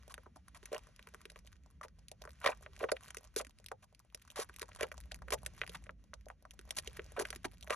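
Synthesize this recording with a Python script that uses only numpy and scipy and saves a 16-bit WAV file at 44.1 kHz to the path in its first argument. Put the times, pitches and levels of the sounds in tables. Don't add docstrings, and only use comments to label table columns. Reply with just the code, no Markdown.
import sys
import numpy as np
from scipy import signal
from scipy.fft import rfft, irfft, next_fast_len
from scipy.io import wavfile
from scipy.ndimage import uniform_filter1d, map_coordinates

SR = 44100
rng = np.random.default_rng(int(sys.argv[2]) if len(sys.argv) > 2 else 0)


def transcribe(u):
    v = np.clip(np.atleast_2d(u).T, -1, 1)
    q = np.round(v * 32767).astype(np.int16)
    wavfile.write(sys.argv[1], SR, q)


N = 341775

# peak_s, collapse_db, starting_pitch_hz, film_spray_db
POCKET_BURSTS = [(0.142, -35, 2900, -41.5), (0.18, -38, 1980.0, -61.5), (0.265, -42.5, 1240, -75),
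                 (0.362, -44, 1297, -55.5), (0.483, -45.5, 1930, -53), (0.63, -42, 2890.0, -59),
                 (0.73, -41, 2100, -40), (0.7469, -32.5, 2480, -42), (0.994, -39.5, 2860, -57),
                 (1.073, -40.5, 2470, -84), (1.146, -41, 2400, -79), (1.255, -34, 3090, -50),
                 (1.302, -41.5, 4000, -48.5), (1.36, -40, 2950, -61), (1.474, -44.5, 3950, -54),
                 (1.813, -36, 1550, -57.5), (2.116, -45.5, 3080, -43.5), (2.24, -44, 1720, -56),
                 (2.253, -37.5, 1610, -53), (2.276, -38, 1770, -65), (2.663, -34.5, 2520, -78.5),
                 (2.841, -23.5, 2010, -71), (2.919, -23.5, 2610, -27.5), (2.968, -33, 3100, -56.5),
                 (3.106, -38, 2700, -44.5), (3.17, -35.5, 3320, -38.5), (3.363, -33, 2360.0, -27.5),
                 (3.413, -37, 3000, -41), (3.449, -41, 2600.0, -50.5), (3.469, -45, 2650, -52),
                 (3.717, -30.5, 1700.0, -49.5), (4.148, -39.5, 3880, -39.5), (4.303, -41, 4400, -48.5),
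                 (4.4965, -39.5, 1860, -55), (4.618, -32.5, 2680, -35), (4.629, -34, 2400, -45),
                 (4.718, -42, 3000, -84), (4.81, -27.5, 2880, -38.5), (4.831, -24, 3180, -32.5),
                 (4.917, -32, 2350, -49.5), (5.119, -27.5, 5330, -44.5), (5.221, -39, 1290, -55.5),
                 (5.284, -34, 2260, -54), (5.306, -33.5, 2210.0, -35), (5.463, -30.5, 3320, -33.5),
                 (5.616, -19, 2840, -47.5), (5.636, -29.5, 2480, -67.5), (5.677, -38.5, 2900, -48),
                 (5.695, -36.5, 4200, -43), (5.867, -45.5, 2880, -73), (5.894, -31, 2060, -73),
                 (6.135, -35, 1820, -70), (6.302, -35.5, 1990, -60), (6.453, -40, 1570, -61),
                 (6.592, -39, 3870, -47), (6.708, -29, 3680, -31), (6.787, -25, 4420, -29),
                 (6.875, -29.5, 4350, -41.5), (6.995, -29, 2620, -79), (7.198, -26.5, 2460, -33.5),
                 (7.254, -26, 2900, -46.5), (7.305, -37.5, 3300, -35.5), (7.329, -31.5, 2480, -50),
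                 (7.361, -35.5, 3730, -40.5), (7.452, -26, 2330, -40), (7.627, -38.5, 4670, -47),
                 (7.675, -37, 2570, -57), (7.706, -19.5, 3050, -33)]
# peak_s, peak_db, starting_pitch_hz
PALM_GULPS = [(0.72, -36.5, 510), (0.7334, -30, 589.5), (0.7534, -34, 600), (1.85, -43.5, 565),
              (2.118, -44, 720), (2.4515, -29.5, 630), (2.4659, -21, 626), (2.492, -23.5, 670),
              (2.816, -35, 505), (2.833, -26.5, 620), (2.8438, -24.5, 526), (2.9223, -21.5, 582),
              (3.367, -30.5, 454), (3.409, -33.5, 630), (3.7195, -37.5, 560), (4.393, -31.5, 486),
              (4.8133, -29, 580), (4.833, -28, 540), (5.326, -28.5, 534), (5.336, -25.5, 595),
              (5.345, -32, 650), (6.268, -42, 666), (7.184, -29, 560), (7.2, -30, 448),
              (7.2104, -29.5, 750), (7.222, -36, 427), (7.455, -35.5, 346), (7.708, -26, 587.5)]
# body_db, spit_db
HARD_SQUEEZES = [(0.096, 0.026, -53.5, -62), (0.546, 0.03, -54.5, -61), (0.715, .059, -50.5, -76),
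                 (1.83, 0.023, -52.5, -59.5), (2.414, 0.12, -50.5, -69), (2.442, 0.01, -31.5, -45),
                 (2.459, 0.0071, -22.5, -40.5), (2.469, 0.011, -23, -48), (2.478, 0.031, -45, -56.5),
                 (2.795, 0.056, -51, -65.5), (2.887, 0.015, -44.5, -93), (3.363, 0.033, -54, -41.5),
                 (3.396, 0.013, -43.5, -56.5), (3.823, 0.025, -62, -65), (4.358, 0.078, -46.5, -49.5),
                 (4.788, 0.067, -46.5, -65), (5.321, 0.024, -31.5, -36.5), (5.746, .014, -43.5, -52.5),
                 (6.765, 0.036, -48.5, -46), (7.164, 0.0281, -49, -70), (7.192, 0.035, -44, -46.5),
                 (7.444, .016, -41.5, -50), (7.697, 0.051, -43, -53)]
# peak_s, reference_db (snap and spray lie below it)
SINGLE_SNAPS = [(0.6569, -38), (0.9627, -49), (1.1666, -64), (1.216, -49), (1.3906, -48.5), (2.0842, -39.5),
                (2.7556, -54.5), (2.7924, -40), (3.035, -45.5), (3.0824, -44), (3.1469, -35),
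                (3.1844, -42.5), (3.2487, -51), (3.5871, -48.5), (3.6431, -47), (3.6625, -35),
                (3.6858, -41), (3.9489, -46.5), (3.9939, -50.5), (4.2768, -52), (4.3145, -47.5),
                (4.563, -40), (4.596, -39), (4.7501, -41.5), (5.145, -37.5), (5.8404, -50.5),
                (6.1399, -41.5), (6.2857, -45), (6.5091, -41), (7.6102, -46)]
# time_s, reference_db
KNEADING = [(0, -73), (0.3, -80), (0.71, -72), (1.25, -75), (1.7, -86), (2.3, -78), (3, -69), (3.4, -79),
            (4.08, -84), (4.5, -72), (5.25, -78), (5.55, -68), (5.76, -68), (5.93, -86), (6.5, -81.5),
            (6.85, -68), (7.35, -68), (7.5, -77.5)]
# frequency_hz, level_db
WHISPER_SPECTRUM = [(250, -20), (600, -1), (2000, 0), (4000, -7), (6400, -7), (8200, -16), (10800, -9),
                    (12500, -37), (15000, -52)]
# frequency_hz, level_db
SPIT_SPECTRUM = [(1500, -16), (3500, -4), (6000, -1), (8200, -3), (10800, 2), (12000, -11), (13200, -30),
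                 (15800, -54)]
# frequency_hz, t60_s
BOWL_DECAY = [(400, 0.1), (1800, 0.025), (5000, 0.034), (12000, 0.023)]
# time_s, level_db
RUMBLE_COURSE = [(0, -61.5), (0.8, -61), (2.1, -61), (3.28, -61.5), (4.1, -68.5), (5.35, -53.5), (5.9, -58),
                 (6.3, -62.5), (7.08, -56), (7.75, -59)]
# frequency_hz, level_db
RUMBLE_SPECTRUM = [(30, -43), (42, -4), (58, 3.5), (75, -4.5), (120, -12), (200, -13.5), (330, -28),
                   (700, -38.5), (1200, -120)]
# start_s, length_s, starting_pitch_hz, level_db
SOFT_TONES = [(2.516, 0.3, 424, -76.5), (5.498, .48, 178, -66.5)]
# frequency_hz, lead_rad
PORT_LEAD = [(0, 0), (520, -.1), (860, .6), (1500, .1), (4400, 1.4), (5250, 4.6), (5600, 6), (8010, 9.1),
             (9600, 9.4), (12000, 12.5), (14000, 12.8)]
# frequency_hz, lean_db
PORT_LEAN = [(100, -.6), (300, -3.8), (600, -5.5), (1200, 1.2), (2800, -2), (9000, 0)]

KNOCK_DB, KNOCK_CAP_DB = -15, -29.5
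CRACKLE_DB = -70.5
CRACKLE_GROWTH, CRACKLE_CROWDING = 0.38, 0.92
BAND_LIMIT_HZ = 15700


def amp(db):
    return 10 ** (np.asarray(db) / 20)


def unit(x):
    return x / np.sqrt(np.mean(x ** 2) + 1e-20)


def along(points, hz):
    f, v = np.transpose(points)
    return np.interp(np.log(hz + 1), np.log(f + 1), v)


def curve(rows):
    return np.interp(np.arange(N) / SR, *np.transpose(rows))


def wobble(rate_hz):
    knots = rng.standard_normal(int(N * rate_hz / SR) + 4)
    return map_coordinates(knots, [np.arange(N) * rate_hz / SR])


def filtered(x, response):
    m = next_fast_len(N + 8192)
    hz = np.fft.rfftfreq(m, 1 / SR)
    return irfft(rfft(x, m) * response(hz), m)[..., :N]


def hiss(spectrum, channels=1):
    white = rng.standard_normal((channels, N))
    return unit(filtered(white, lambda hz: amp(along(spectrum, hz))))


def bubbles(peak_s, db, hz, cycles, fall, size):
    u = hz[:, None] * np.arange(size) / SR / cycles
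    phase = cycles * (u * (1 - fall) + fall * 2 * (1 - np.exp(-u / 2)))
    envelope = (u * np.exp(1 - u)) ** 2
    wave = np.sin(2 * np.pi * phase) * amp(db)[:, None] * envelope
    start = np.maximum((peak_s - cycles / hz) * SR, 0).astype(int)
    at = start[:, None] + np.arange(size)
    return np.bincount(at.ravel(), wave.ravel(), N + size)[:N]


def puffs(peak_s, db, rise_s):
    u = np.arange(500) / SR / rise_s
    start = np.maximum((peak_s - rise_s) * SR, 0).astype(int)
    kicks = np.bincount(start, amp(db), N)
    envelope = np.convolve(kicks, (u * np.exp(1 - u)) ** 2)[:N]
    return envelope * hiss(SPIT_SPECTRUM)[0]


def pops():
    s, db, hz, spray_db = np.transpose(POCKET_BURSTS)
    chance = rng.standard_normal((len(s), 5))
    snap = bubbles(s, db, hz, cycles=0.92, fall=0.57, size=500)

    beside_s = np.clip(s + 0.003 * chance[:, 2], 0, s[-1])
    beside_db = -10 + 3 * chance[:, 3]
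    beside_hz = 0.65 * hz * np.exp(0.37 * chance[:, 4])
    neighbour = bubbles(beside_s, db + beside_db, beside_hz, cycles=1.79, fall=0.33, size=500)

    knock_db = KNOCK_DB + np.minimum(db, KNOCK_CAP_DB) + 3 * chance[:, 0]
    knock_hz = 560 * np.exp(0.25 * chance[:, 1])
    knock = bubbles(s + 0.002, knock_db, knock_hz, cycles=1.203, fall=0.021, size=900)

    spray = puffs(s, spray_db, rise_s=0.00097)
    spray += puffs(beside_s, spray_db + beside_db, rise_s=0.0012)
    return snap + neighbour + knock + spray


def gulps():
    s, db, hz = np.transpose(PALM_GULPS)
    return bubbles(s, db, hz, cycles=1.14, fall=0.1, size=1600)


def squeezes(count=1300):
    t = np.arange(N) / SR
    body, spit = np.zeros(N), np.zeros(N)
    for s, length, body_db, spit_db in HARD_SQUEEZES:
        onset = np.clip((t - s) / 0.0016, 0, 1)
        release = np.clip((s + length - t) / 0.0022, 0, 1)
        body += amp(body_db) * onset * release
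        spit += amp(spit_db) * onset * release

    pressed = np.cumsum(body > 0)
    u = rng.random((count, 3))
    snap_s = np.interp(u[:, 0], pressed / pressed[-1], t)
    size_db = -3.5 * np.log(u[:, 1] + 0.077) - 3 * u[:, 2]
    snap_hz = 800 * 5.57 ** u[:, 2]
    volley = bubbles(snap_s, size_db, snap_hz, cycles=0.96, fall=0.12, size=700)

    wet_s = snap_s[::4]
    wet_hz = 520 * 5 ** rng.random(len(wet_s))
    volley += bubbles(wet_s, size_db[::4], wet_hz, cycles=2.5, fall=-0.2, size=1500)
    volley /= np.std(volley[body > 0])

    lumps_db = 3 * wobble(140) + 2.5 * wobble(500)
    return body * amp(3.6 * wobble(90)) * volley + spit * amp(lumps_db) * hiss(SPIT_SPECTRUM)[0]


def ticks():
    s, db = np.transpose(SINGLE_SNAPS)
    hz = 3000 * np.exp(0.23 * rng.standard_normal(len(s)))
    snap = bubbles(s, db - 5.5, hz, cycles=1.12, fall=0.33, size=300)
    return snap + puffs(s, db - 2, rise_s=0.0004)


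def foam(count=320):
    knead_db = curve(KNEADING)
    swing_db = knead_db - knead_db.mean()
    clump = wobble(28)
    chance = np.cumsum(amp(CRACKLE_CROWDING * swing_db + 5 * clump))
    u = rng.random((count, 4))
    s = np.interp(u[:, 0], chance / chance[-1], np.arange(N) / SR)
    db = -4.5 * np.log(u[:, 1] + 0.019)
    hz = 800 * 6 ** u[:, 2]
    snaps = unit(bubbles(s, db, hz, cycles=1.09, fall=0.5, size=300))
    spray = unit(puffs(s, db + 12 * u[:, 3], rise_s=0.00021))
    crackle = amp(CRACKLE_DB + CRACKLE_GROWTH * swing_db) * (snaps + amp(-0.5) * spray)
    whisper = hiss(WHISPER_SPECTRUM, channels=2) * amp(knead_db + 2.5 * clump - 0.5)
    return crackle, whisper


def bowl(x):
    hz, t, z = signal.stft(rng.standard_normal((2, SR // 5)), SR, nperseg=128)
    decay_db = -60 * t / along(BOWL_DECAY, hz)[:, None]
    tail = signal.istft(z * amp(decay_db), SR, nperseg=128)[1]
    tail /= np.linalg.norm(tail[0])
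    delayed = np.pad(x, (90, 0))
    return signal.fftconvolve(delayed[None], tail, axes=1)[:, :N]


def rumble():
    z = signal.stft(hiss(RUMBLE_SPECTRUM, channels=2), nperseg=4096)[2]
    bands_db = 3.5 * unit(uniform_filter1d(rng.standard_normal(z.shape[1:]), size=8, axis=1))
    mid, side = unit(signal.istft(z * amp(bands_db), nperseg=4096)[1][:, :N])
    side = amp(-12.5) * side
    return amp(curve(RUMBLE_COURSE)) * np.array([mid + side, mid - side])


def murmurs():
    t = np.arange(N) / SR
    out = np.zeros(N)
    for s, length, hz, db in SOFT_TONES:
        u = np.clip((t - s) / length, 0, 1)
        pitch_hz = hz * (1 - 0.07 * u + 0.04 * wobble(130))
        tone = np.sin(2 * np.pi * np.cumsum(pitch_hz) / SR)
        swell = np.sqrt(np.abs(np.sin(np.pi * u))) * (u < 1)
        out += amp(db + 5 * wobble(40)) * swell * tone
    return out


def at_ports(hands):
    sides = np.array([[0.5], [-0.5]])

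    def response(hz):
        level = amp(sides * along(PORT_LEAN, hz))
        lead = np.exp(1j * sides * np.interp(hz, *np.transpose(PORT_LEAD)))
        dip = 1 - 0.7 * np.exp(-((hz - 820) / 130) ** 2)
        return level * lead * dip

    return filtered(hands, response)


def scene():
    crackle, whisper = foam()
    hands = pops() + gulps() + squeezes() + ticks() + crackle + whisper[0]
    near = at_ports(hands) + amp(-9.5) * whisper[1]
    return near + amp(-9) * bowl(hands) + rumble() + murmurs()


def record(dry):
    return filtered(dry, lambda hz: (hz < BAND_LIMIT_HZ) / (1 + (hz / 14500) ** 10))


dry = scene()
out = record(dry)
transcribe(out)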